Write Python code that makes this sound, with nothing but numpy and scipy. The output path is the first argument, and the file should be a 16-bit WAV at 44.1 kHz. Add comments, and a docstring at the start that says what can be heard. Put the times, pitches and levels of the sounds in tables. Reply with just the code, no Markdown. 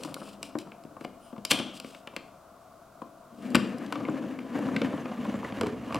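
"""Toy wagon on a wooden track

Fingers slide the plastic cover of a toy wagon along its grooves until it snaps shut and the shell rings.
Then they push the train off to the right: the wagon drops off a ramp with a clack, and its wheels
rumble over the grain and knock at the rail joints. A pair of microphones stands close by,
in a small room with a hard floor and a faint fan to the left."""
import sys
import numpy as np
from scipy import signal
from scipy.fft import rfft, irfft, next_fast_len
from scipy.io import wavfile

SR = 44100
rng = np.random.default_rng(int(sys.argv[2]) if len(sys.argv) > 2 else 0)


def dump(signal):
    """Clip the signal to [-1, 1] and save it as 16-bit WAV at the path in sys.argv[1]."""
    limited = np.clip(np.atleast_2d(signal).T, -1, 1)
    pcm = np.round(limited * 32767).astype(np.int16)
    wavfile.write(sys.argv[1], SR, pcm)


N = 264159
TIME = np.arange(N) / SR

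# wheels drop off the ramp, then hit joints and dents in the rails:
# (time [s], level [dB], weight [dB], hardness [dB], edge [dB], note [Hz], ring against level [dB])
WHEEL_KNOCKS = [(3.5474, -25, 4, 8, -1, 1514, 8.5), (3.5496, -22, 4, 1.5, 5, 1156, -1),
                (3.5543, -29.5, -12, 11.5, 9, 2680, -9), (3.5638, -36.5, 16.5, 10, -1, 131, 8),
                (3.9245, -30.5, -21, 1.5, 5.5, 1390, -14), (3.956, -38.5, -1, 2, -3, 1160, 5),
                (3.98, -47.5, 12.5, -6, -10, 272, 6), (4.005, -42, 7.5, -1.5, -6, 1210, 3),
                (4.052, -42, -5, 8, -37, 2130, 6.5), (4.0856, -29, 1.5, -10, -12, 1230, -10),
                (4.552, -38.5, -2, -7, -14, 724, 0), (4.562, -41, 11, -8, -8, 269, 7),
                (4.589, -37.5, 3, -8, 13, 600, 5), (4.656, -44, 14.5, 0, -8, 264, 11),
                (4.687, -38, -6, -5, -4, 1300, -1), (4.736, -47, 17, -12, -4, 250, 0),
                (4.763, -41.5, -1, 11, 0, 1560, 15.5), (4.7642, -42, 11.5, 18.5, -14, 2170, 6),
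                (4.8168, -31.5, -1.5, 5, -5, 470, 5.5), (4.8466, -36, 8, 0, -6, 1790, 3),
                (4.937, -36.5, 8, -12, -7, 264, 10), (4.98, -38.5, -4, -14, -8, 1050, 3),
                (5.056, -39, -3, 3.5, -11, 571, 0), (5.115, -37.5, -3, -6, -1, 800, -3),
                (5.2526, -37, -12, -6, -6, 984, 0), (5.296, -42, 8, -7, -4, 242, 15.5),
                (5.341, -33, 0, -4, -11, 459, 4.5), (5.4295, -37, -28, -19, -4, 1030, -10),
                (5.447, -36.5, -1, -5, -23, 1990, 0), (5.523, -41, 4, 3.5, -10, 2800, -7),
                (5.6111, -29.5, 1, 2.5, 8.5, 488, 9), (5.633, -30.5, 1.5, -2, 2, 431, 7),
                (5.6613, -37, 0, -1, -2, 996, 1), (5.668, -36, 7.5, 1, 5.5, 381, 7.5),
                (5.906, -38.5, -12, -4, -11, 1130, -5), (5.9246, -35, -14, 1, -1, 960, -4),
                (5.945, -31, -0.5, 4, 4, 890, -15), (5.956, -33, 2.5, -0.5, 7, 1080, -10),
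                (5.964, -36, 6, 1, -2, 1010, -8)]
def wheel_knocks():
    """A wheel strikes the rail, leaves a note ringing and thuds through the floor."""
    out = np.zeros(N)
    for s, db, weight_db, hardness_db, edge_db, note_hz, ring_db in WHEEL_KNOCKS:
        add(out, s, blow(db, weight_db, hardness_db, note_hz, edge_db))
        add(out, s, ringing(note_hz, db + ring_db, t60_at_500_hz=0.087))
        add(out, s, floor_thud(db + weight_db - 13))
    return out


# the train rolling past the microphones: (time [s], rumble [dB], grit [dB])
ROLL = [(3.279, -65, -78), (3.42, -44.5, -60), (3.48, -33, -51), (3.62, -36, -48), (3.76, -39, -51),
        (3.94, -40.5, -48.5), (4.02, -33, -50.5), (4.2, -34, -48), (4.48, -40.5, -55), (4.53, -36.5, -49.5),
        (4.57, -32, -44), (4.68, -30.5, -44), (4.85, -33.5, -44), (5.0, -36, -47), (5.15, -41, -48.5),
        (5.3, -35, -46.5), (5.49, -41, -45.5), (5.6, -36.5, -46), (5.8, -41, -51), (5.99, -37, -45)]
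# the note of the rail shifts as the wagon travels: (time [s], note [Hz])
RAIL_NOTE = [(3.5, 243), (3.8, 265), (4.0, 291), (4.25, 262), (4.45, 261.4), (4.7, 260), (4.95, 267.6),
             (5.3, 228.6), (5.6, 238.6), (5.95, 258)]
# its partials: (multiple of the note, width [Hz], level against the rumble [dB])
RAIL_PARTIALS = [(1, 62, -3.5), (1.92, 131, -12.5)]
# wheels on wood grain: (frequency [Hz], spectrum level [dB])
GRIT_SPECTRUM = [(250, -26), (480, 10.5), (720, 11.5), (880, 7), (1150, 8.5), (1400, 1.5), (1800, 0),
                 (2200, -4), (2800, -3), (3500, -11), (5300, -18), (6500, -14.5), (7400, -16),
                 (8500, -23.5), (10000, -19.5), (16000, -36)]
# wheel and axle resonances: (frequency [Hz], width [Hz], level against the grit [dB])
CHATTER_MODES = [(1003, 30, -14.5), (1205, 140, -18), (1710, 310, -11.5), (2194, 160, -19),
                 (2785, 390, -19.5)]
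def rolling_wheels():
    """Wheels ride over bumps that shake the track and its rail, and chatter on the wood grain."""
    push = impacts(per_s=420, spread_db=2.5) * wander(hz=16, depth_db=2.5)
    note_hz = np.interp(TIME, *np.transpose(RAIL_NOTE))
    rail = sum(gain_of(db) * gliding_resonance(push, multiple * note_hz, width)
               for multiple, width, db in RAIL_PARTIALS)
    rumble = rail + gain_of(-3) * track(impacts(per_s=760, spread_db=2.5))
    grain = impacts(per_s=4000, spread_db=1.45) * wander(hz=42.48, depth_db=1.6)
    chatter = sum(gain_of(db) * resonate(grain, hz, width) * wander(hz=14, depth_db=5)
                  for hz, width, db in CHATTER_MODES)
    grit = gain_of(-0.5) * coloured(grain, GRIT_SPECTRUM) + chatter
    return rumble * envelope(ROLL) + grit * envelope(ROLL, column=2)


# the wooden track lying on the floor: (frequency [Hz], width [Hz], relative level [dB])
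TRACK_MODES = [(85, 30.3, -40), (127, 29.6, -20.5), (159.6, 15, -15.5), (202, 9.8, 2), (256, 24, 2.5),
               (286, 26, -1), (317, 40, -23), (509, 160, 0)]
def track(push):
    """The track answers a push with its low resonances; their shares shift as the load moves along."""
    rings = sum(gain_of(db) * resonate(push, hz, width) * wander(hz=6.1, depth_db=2)
                for hz, width, db in TRACK_MODES)
    return unit_rms(band(rings, 103, 558, order=3))


# the thin shell's crowded modes: (frequency [Hz], width [Hz], relative level [dB], t60 [s])
SHELL_BANDS = [(775, 410, -7.5, 0.38), (1295, 480, -12.5, 0.76), (2495, 330, -0.5, 0.29),
               (3150, 640, 3, 0.45), (4970, 2400, -7, 0.4), (8650, 2400, -3.5, 0.25)]
# its clear notes: (frequency [Hz], relative level [dB], t60 [s])
SHELL_NOTES = [(2320, -19, .45), (2710, -15, 0.76), (2920, -16, .5), (3170, -12, .6), (3233, -12, .6),
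               (3340, -15, .6), (3320, -15, .6), (3530, -16, .6), (3950, -19.5, 0.63), (4760, -22.5, .5)]
# plastic rubbing on plastic: (frequency [Hz], spectrum level [dB])
SCRAPE_SPECTRUM = [(1180, -15), (2000, -15.5), (2490, -4), (2880, -2.5), (3490, -6.5), (4530, -10),
                   (4900, -6.5), (6310, -15), (7910, -9), (13400, -24), (16000, -25)]
SNAP_S = 1.5153
def cover_snap(shell_db=-31, rush_db=-16, swell_s=0.0041, lead_s=0.0028, stop_s=0.0016):
    """The cover rushes over its catch and snaps shut; its shell buzzes and rings away."""
    after = TIME - SNAP_S
    fall_db = -60 * np.maximum(after, 0)
    clatter = impacts(per_s=2800, spread_db=-1) * wander(hz=71, depth_db=2)
    buzz = sum(gain_of(db + fall_db / t60) * resonate(resonate(clatter, hz, width), hz, width)
               for hz, width, db, t60 in SHELL_BANDS)
    notes = sum(gain_of(db + fall_db / t60) * np.sin(2 * np.pi * (hz * after + rng.random()))
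                for hz, db, t60 in SHELL_NOTES)
    slip = after + lead_s  # the scrape peaks just ahead of the snap
    swell = np.exp(-np.maximum(-slip / swell_s, slip / stop_s))
    rush = coloured(rng.standard_normal(N), SCRAPE_SPECTRUM) * swell
    return gain_of(shell_db) * (buzz + notes) * (after > 0) + gain_of(rush_db) * rush


# plastic parts catching, heard close up: (time [s], level [dB], hardness [dB], note [Hz])
CLICKS = [(0.035, -41, 3.5, 3000), (0.049, -51, 8, 5000), (0.1426, -40.5, 6, 4070), (0.429, -37, 3.5, 2640),
          (0.5869, -44.5, 6, 4130), (0.7193, -49.5, -19, 2450), (0.837, -61, 3.5, 4900),
          (1.0415, -54, -5, 5000), (1.4505, -33, 7, 4830), (1.5085, -28.5, -3, 760),
          (1.5155, -20, 2.5, 2480), (1.532, -49, -4, 5000), (1.589, -37, -4, 4700),
          (1.7998, -41.5, 3.5, 2600), (1.948, -48, -9, 3670), (2.073, -41, -9.5, 905),
          (2.164, -34, -4.5, 2290), (3.02, -65, 6, 4000), (3.504, -63.5, 14, 4870),
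          (3.7833, -56, 6.5, 8470), (3.863, -50.5, -1, 7560), (4.389, -43.5, -14, 2370)]
WAGON_HZ = 283.7  # the low note that clicks and blows wake in the wagon
def plastic_clicks(cover_hz=3120):
    """Plastic parts catch and click; each click leaves the cover ringing faintly."""
    shape_db = np.array([-12, -6, -3, -6, -9])  # thump, knock, clack, click, edge
    hardening = np.array([-0.51, -0.33, -0.18, 0.77, 0.97])
    out = np.zeros(N)
    for s, db, hardness_db, note_hz in CLICKS:
        add(out, s, knock(db + shape_db + hardness_db * hardening, (WAGON_HZ, note_hz)))
        add(out, s, ringing(cover_hz * rng.uniform(1, 1.03), db - 23, t60_at_500_hz=0.5))
    return out


# fingers land on the wagon:
# (time [s], level [dB], weight [dB], hardness [dB], note [Hz], ring against level [dB])
FINGER_BUMPS = [(0.048, -40, 1, -2, 1000, -8), (0.165, -40.5, -19, -18, 1400, -6),
                (0.216, -44.5, 5, -2, 1300, -6), (0.552, -33.5, 6.5, -8, 301, 3),
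                (0.672, -45.5, 1.5, -9, 1100, -14), (0.85, -50, 11.5, -3, 258, -5),
                (0.9664, -43, -7, -7.5, 1074, -9), (1.0091, -45.5, 7.5, 5, 300, -1),
                (1.047, -36.5, 0.5, 4.5, 720, -6), (1.328, -43.5, 5, -7, 280, 3.5),
                (1.363, -48, -7, -1, 1200, -4), (1.3796, -48, 8.5, 3, 200, 6),
                (1.598, -35.5, 8.5, 4.5, 302, -5.5), (1.845, -41.5, 0, 4, 267, -3.5),
                (2.136, -49, -0.5, -1, 1000, -17), (3.018, -36, -2, -10, 1050, -2)]
def finger_bumps(rise_s=0.00096):
    """A soft fingertip eases into its blow and leaves the wagon ringing."""
    out = np.zeros(N)
    for s, db, weight_db, hardness_db, note_hz, ring_db in FINGER_BUMPS:
        hit = blow(db, weight_db, hardness_db, note_hz)
        add(out, s, hit * (1 - np.exp(-TIME[:len(hit)] / rise_s)))
        add(out, s, ringing(note_hz, db + ring_db, t60_at_500_hz=0.16))
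    return out


def blow(db, weight_db, hardness_db, note_hz, edge_db=0):
    """A blow through the wheels into the wood: weight deepens, hardness brightens, an edge adds snap."""
    shape_db = np.array([-1.5, 0, -10, -19, -26])  # thump, knock, clack, click, edge
    hardening = np.array([0.0046, 0, 1.17, 1.27, 1.35])
    levels_db = db + shape_db + hardness_db * hardening
    levels_db[0] += weight_db
    levels_db[-2:] += edge_db * np.array([0.49, 1])
    return knock(levels_db, (WAGON_HZ, note_hz), favour_db=9.5, favour_width=0.19)


# the five registers of a contact, from thump through knock, clack and click to edge:
# (low limit [Hz], high limit [Hz], crack t60 [s], crack against modes [dB])
REGISTERS = [(140.3, 420, 0.031, -14.5), (395, 1780, 0.046, -1.5), (1840, 3600, 0.022, 5),
             (3730, 5940, 0.018, 2), (6640, 12000, 0.014, 1.5)]
# wagon and track ringing together: (frequency [Hz], relative level [dB], t60 [s])
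BODY_MODES = [(123, -9, 0.05), (155, -1.5, 0.038), (201, 5, 0.031), (258, -2.5, 0.043), (322, 0.5, 0.04),
              (436.6, -5, 0.078), (476.6, -3, 0.078), (543.3, 7, 0.056), (690, -7.5, 0.067),
              (1035, -1, 0.036), (1161, 1.5, 0.033), (1434, 2.5, 0.025), (1633, -1.5, 0.0092),
              (1794, -1, 0.018), (2220, 12, 0.017), (2340, 0, 0.037), (2754, 5, 0.013), (2904, -0.5, 0.041),
              (3235, -0.5, 0.027), (4040, 14.5, 0.0064), (4700, 3.5, 0.026), (5360, -20.5, 0.0049),
              (7430, 1, 0.011), (8280, -5.5, 0.016), (10600, -12, .012)]
def knock(levels_db, notes_hz, favour_db=6, favour_width=0.12, detune=0.036):
    """One contact: a short crack and the body's modes, weighted and detuned by where it lands."""
    t = np.arange(2560) / SR
    bins = np.fft.rfftfreq(len(t), 1 / SR)
    # the force runs smoothly through the registers and favours the given notes
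    centres = [np.sqrt(low * high) for low, high, *_ in REGISTERS]
    nearness = sum(np.exp(-(np.log((bins + 1) / note) / favour_width) ** 2) for note in notes_hz)
    force = gain_of(at_hz(np.transpose([centres, levels_db]), bins) + favour_db * nearness)
    hz, mode_db, t60 = np.transpose(BODY_MODES)
    landing = rng.uniform(0.71, 1, len(hz)) * rng.choice([-1, 1], len(hz))
    weights = landing * gain_of(mode_db) * np.interp(hz, bins, force)
    hz = hz * (1 + detune * rng.uniform(-1.14, 1, len(hz)))
    modes = weights[:, None] * gain_of(-60 * t / t60[:, None]) * np.sin(2 * np.pi * hz[:, None] * t)
    noise = rfft(rng.standard_normal(len(t))) * force
    out = np.zeros(len(t))
    for (low, high, crack_t60, crack_db), db in zip(REGISTERS, levels_db):
        ring = modes[(low <= hz) & (hz < high)].sum(0)
        crack = irfft(noise * ((low <= bins) & (bins < 1.35 * high)), len(t))
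        crack *= gain_of(-60 * t / crack_t60)
        part = band(unit_rms(ring) + gain_of(crack_db) * unit_rms(crack), low, high)
        out += gain_of(db) * part / np.sqrt(np.mean(part[:SR // 100] ** 2))  # level of the first 10 ms
    return out


def ringing(hz, db, t60_at_500_hz):
    """The note of a struck part swells within a cycle or so and dies away, sooner if it is high."""
    t = np.arange(SR // 3) / SR
    t60 = t60_at_500_hz * np.sqrt(500 / hz)
    swell = 1 - np.exp(-t * hz)
    return gain_of(db - 60 * t / t60) * swell * np.sin(2 * np.pi * (hz * t + rng.random()))


# fingers press and drag on the wagon: (time [s], level [dB])
HANDLING = [(0.0, -42), (0.14, -40), (0.35, -48.5), (1.36, -63.5), (1.58, -57.5), (2.0, -67.5),
            (2.35, -60.5)]
def jostling(jolt_db=-30, rock_db=-20):
    """The wagon shakes on its loose axles as it is handled, jolted by the snap and rocked by bumps."""
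    shake = gain_of(-3) * track(impacts(per_s=320, spread_db=3))
    ticks = coloured(impacts(per_s=180, spread_db=1), GRIT_SPECTRUM)
    axle_play = gain_of(-10) * unit_rms(band(ticks, 430, 1600))
    rocking = sum(settling(s, db + weight_db + rock_db) for s, db, weight_db, *_ in FINGER_BUMPS)
    return (shake + axle_play) * (envelope(HANDLING) + settling(SNAP_S, jolt_db)) + shake * rocking


def settling(s, db, db_per_s=112.5):
    """The wagon shakes from time s on, less and less."""
    return (TIME > s) * gain_of(db - db_per_s * abs(TIME - s))


# the cover slides and fingers brush its ribs: (start [s], length [s], rub [dB], whistle [dB])
STROKES = [(-.03, 0.18, -53, -60), (0.135, 0.15, -60.5, -60), (0.217, 0.16, -54.5, -70),
           (0.416, 0.09, -53, -62), (0.588, 0.046, -55.5, -64), (0.992, 0.066, -59.5, -74),
           (1.195, 0.14, -69.5, -63), (1.726, 0.073, -50.5, -74), (1.793, 0.23, -54.5, -81),
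           (3.32, 0.35, -64, -75)]
# the whistle of the grooves: (frequency [Hz], width [Hz], relative level [dB])
GROOVE_MODES = [(2950, 250, 0), (5040, 260, -6.5), (9190, 520, 0.5)]
def cover_slides():
    """The cover rubs and whistles along its grooves, swelling and fading with each stroke."""
    friction = impacts(per_s=3500, spread_db=1.5) * wander(hz=58.4, depth_db=3.5)
    rub = coloured(friction, SCRAPE_SPECTRUM)
    whistle = unit_rms(sum(gain_of(db) * resonate(rng.standard_normal(N), hz, width)
                           for hz, width, db in GROOVE_MODES))
    out = np.zeros(N)
    for s, length, rub_db, whistle_db in STROKES:
        arch = np.sin(np.pi * np.clip((TIME - s) / length, 0, 1))
        out += (gain_of(rub_db) * rub + gain_of(whistle_db) * whistle) * arch
    return out


def rattle(count=34):
    """Loose axles and couplings tap at random while the train rolls, harder where the wheels run rough."""
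    s, _, grit_db = np.transpose(ROLL)
    shape_db = np.array([0, 0, -8, -19, -28])  # thump, knock, clack, click, edge
    times = s[0] + (np.arange(count) + rng.random(count)) / count * (s[-1] - s[0])
    notes_hz = rng.choice([hz for hz, *_ in BODY_MODES], (count, 3))
    scatter_db = 3 * rng.uniform(-3.9, 1, (count, len(REGISTERS)))
    out = np.zeros(N)
    for at, notes, chance_db in zip(times, notes_hz, scatter_db):
        add(out, at, knock(np.interp(at, s, grit_db) + shape_db + chance_db, notes))
    return out


def floor_thud(db, modes_hz=(112, 130), t60s=(0.076, 0.2)):
    """The floorboards give under a wheel."""
    t = np.arange(SR // 4) / SR
    boards = sum(gain_of(-60 * t / t60) * np.sin(2 * np.pi * hz * t) for hz, t60 in zip(modes_hz, t60s))
    return gain_of(db) * band(boards, 82, 190, order=3)


def floor_boom(from_s=5.16, rise_s=0.59, against_rumble_db=-10):
    """The boards under the far stretch of track pick up the rolling."""
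    reach = np.clip((TIME - from_s) / rise_s, 0, 1)
    boards = unit_rms(band(impacts(per_s=1100, spread_db=5), 68, 135, order=4))
    return gain_of(against_rumble_db) * reach * envelope(ROLL) * boards


# faint axle squeaks: (start [s], length [s], frequency [Hz], level [dB])
SQUEAKS = [(4.093, 0.013, 7200, -58), (5, 0.02, 6300, -60), (5.286, 0.019, 6160, -57),
           (5.3, 0.11, 7360, -68)]
def axle_squeaks(width_hz=310):
    """A dry axle sings briefly."""
    out = np.zeros(N)
    for s, length, hz, db in SQUEAKS:
        rub = rng.standard_normal(SR // 4)
        tone = resonate(resonate(rub, hz, width_hz), hz, width_hz)[:round(length * SR)]
        add(out, s, gain_of(db) * unit_rms(tone) * np.hanning(len(tone)))
    return out


# the small, hard-floored room: (frequency [Hz], t60 [s])
ROOM_DECAY = [(100, 1), (250, 0.39), (600, 0.54), (1500, 0.56), (3200, 0.45), (8000, 0.5), (15000, 0.18)]
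# its tail, close to the toy: (frequency [Hz], tail against direct sound [dB])
ROOM_SEND = [(100, -10), (250, -0.5), (500, -7.5), (1200, -11.5), (3000, -8.5), (4500, -9), (8000, -14),
             (15000, -13)]
# the tail at the two microphones: (frequency [Hz], left-right likeness [0 to 1])
ROOM_LIKENESS = [(100, 1), (250, 0.96), (700, 0.93), (1300, 0.88), (3000, 1), (8000, 0.78), (15000, 0.313)]
def room(x, first_s=0.005):
    """A dense tail that dies by band; two close microphones hear much the same, except in the treble."""
    onset = np.clip(TIME[:SR] / first_s - 1, 0, 1)
    hz, s, (shared, apart) = signal.stft(rng.standard_normal((2, SR)) * onset, SR, nperseg=256)
    likeness = np.clip(at_hz(ROOM_LIKENESS, hz), 0, 1)[:, None]
    t60 = at_hz(ROOM_DECAY, hz)[:, None]
    tail = np.sqrt((1 + likeness) / 2) * shared + np.sqrt((1 - likeness) / 2) * np.array([apart, -apart])
    tail *= gain_of(at_hz(ROOM_SEND, hz)[:, None] - 60 * s / t60)
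    tail *= np.sqrt(2 * np.log(1000) / (t60 * SR))  # a longer decay adds no energy
    return signal.fftconvolve(x[None], signal.istft(tail, SR, nperseg=256)[1], axes=1)[:, :N]


def shifting_reflections(x, count=3, shift_s=0.28):
    """As hand and train move, one pattern of reflections gives way to the next."""
    gaps = [np.minimum(abs((TIME / shift_s - k + 1) % count - 1), 1) for k in range(count)]
    return sum(room(x * np.cos(np.pi / 2 * gap)) for gap in gaps)


# room tone with the fan: (frequency [Hz], spectrum level [dB])
AIR_SPECTRUM = [(25, -17.5), (90, -10.5), (200, -8), (450, -13), (600, -6), (680, 1.5), (780, -12.5),
                (950, -13), (1130, -8.5), (1450, -14.5), (1750, -28), (3500, -31), (8000, -32.5),
                (16000, -37.5)]
# its lean between the microphones: (frequency [Hz], left against right [dB])
AIR_BALANCE = [(60, 0.5), (200, -1.5), (400, 3.5), (700, 5), (1300, -5), (4000, 0), (15000, 0)]
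# its width: (frequency [Hz], side against shared air [dB])
AIR_SIDE = [(60, -11), (200, -18.5), (700, -14), (1300, -14.5), (4000, -5.5), (15000, -4.5)]
def fan_and_air(db=-53.5):
    """Steady room air with the hollow note of a fan to the left."""
    hz = np.fft.rfftfreq(N, 1 / SR)
    shared, apart = (rfft(coloured(noise, AIR_SPECTRUM)) for noise in rng.standard_normal((2, N)))
    lean_db = at_hz(AIR_BALANCE, hz) / 2
    side = gain_of(at_hz(AIR_SIDE, hz)) * np.array([apart, -apart])
    return gain_of(db) * irfft(shared * gain_of([lean_db, -lean_db]) + side, N)


def impacts(per_s, spread_db):
    """Tiny impacts of uneven size at random times, at rms 1."""
    size = gain_of(spread_db * np.minimum(rng.exponential(1, N), 4))
    return unit_rms(size * rng.choice([-1, 1], N) * (rng.random(N) < per_s / SR))


def wander(hz, depth_db):
    """A gain that wanders at random up to a given rate."""
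    steps = rng.standard_normal(1000)
    drift = unit_rms(np.interp(2 * hz * TIME, np.arange(len(steps)), steps))
    return unit_rms(gain_of(depth_db * drift))


def resonate(x, hz, width):
    """One resonance, at rms 1."""
    return unit_rms(signal.lfilter(*signal.iirpeak(hz, hz / width, SR), x))


def gliding_resonance(x, hz, width):
    """A steep resonance that follows the curve hz, at rms 1."""
    turn = np.exp(2j * np.pi * np.cumsum(hz) / SR)
    pole = np.exp(-np.pi * width / SR)
    return unit_rms((turn * signal.lfilter([1], [1, -2 * pole, pole * pole], x / turn)).real)


def coloured(x, spectrum):
    """Shapes x by a spectrum, at rms 1."""
    size = next_fast_len(N)
    gains = gain_of(at_hz(spectrum, np.fft.rfftfreq(size, 1 / SR)))
    return unit_rms(irfft(rfft(x, size) * gains, size)[:N])


def band(x, low_hz, high_hz, order=2):
    """Causal band-pass."""
    return signal.sosfilt(signal.butter(order, [low_hz, high_hz], "band", fs=SR, output="sos"), x)


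def envelope(rows, column=1, fade_s=0.02):
    """A dB column over time as a gain that fades out beyond its ends."""
    rows = np.asarray(rows)
    s = rows[:, 0]
    inside = np.interp(TIME, [s[0] - fade_s, s[0], s[-1], s[-1] + fade_s], [0, 1, 1, 0])
    return inside * gain_of(np.interp(TIME, s, rows[:, column]))


def at_hz(points, hz):
    """Reads a table on a log-frequency axis."""
    points_hz, values = np.transpose(points)
    return np.interp(np.log(hz + 1), np.log(points_hz + 1), values)


def add(mix, s, sound):
    """Mixes a sound in at time s."""
    part = mix[max(round(s * SR), 0):][:len(sound)]
    part += sound[:len(part)]


def gain_of(db):
    """Decibels to amplitude."""
    return 10 ** (np.asarray(db) / 20)


def unit_rms(x):
    """Scales to rms 1."""
    return x / np.sqrt(np.mean(x ** 2) + 1e-20)


def scene(start_left_db=1.04, depart_s=3.46, drift_db_per_s=1.63):
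    """The train stands a little left of the microphones, then moves off to the right through the room."""
    contacts = plastic_clicks() + finger_bumps() + wheel_knocks() + rattle() + rolling_wheels()
    train = band(contacts, 80, 22000) + cover_snap() + floor_boom()
    train += jostling() + cover_slides() + axle_squeaks()
    lean_db = (start_left_db - drift_db_per_s * np.maximum(TIME - depart_s, 0)) / 2
    return (train + shifting_reflections(train)) * gain_of([lean_db, -lean_db]) + fan_and_air()


# the unequal microphones: (frequency [Hz], left against right [dB])
MIC_BALANCE = [(60, 1), (130, 0), (200, 2.5), (290, 6), (420, 1.5), (600, -1), (850, 4.5), (1200, 4.5),
               (1700, 2), (2600, 2), (4800, 1.5), (8120, 0.8), (15000, 0)]
# the phase between them: (frequency [Hz], lead of the left [rad])
MIC_PHASE = [(0, 0.64), (4740, -0.17), (8440, -0.84), (8790, -0.87), (12000, -0.43), (12600, -0.21),
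             (16100, -0.067)]
def record(dry, limit_hz=16100):
    """Two close microphones of unequal response, then the recorder's band limit."""
    hz = np.fft.rfftfreq(N, 1 / SR)
    left = gain_of(at_hz(MIC_BALANCE, hz) / 2) * np.exp(1j * at_hz(MIC_PHASE, hz) / 2)
    heard = irfft(rfft(dry) * np.array([left, 1 / left]), N)
    low_pass = signal.firwin(511, limit_hz, window=("kaiser", 9), fs=SR)
    return signal.oaconvolve(heard, low_pass[None], "same")


dry = scene()
out = record(dry)
dump(out)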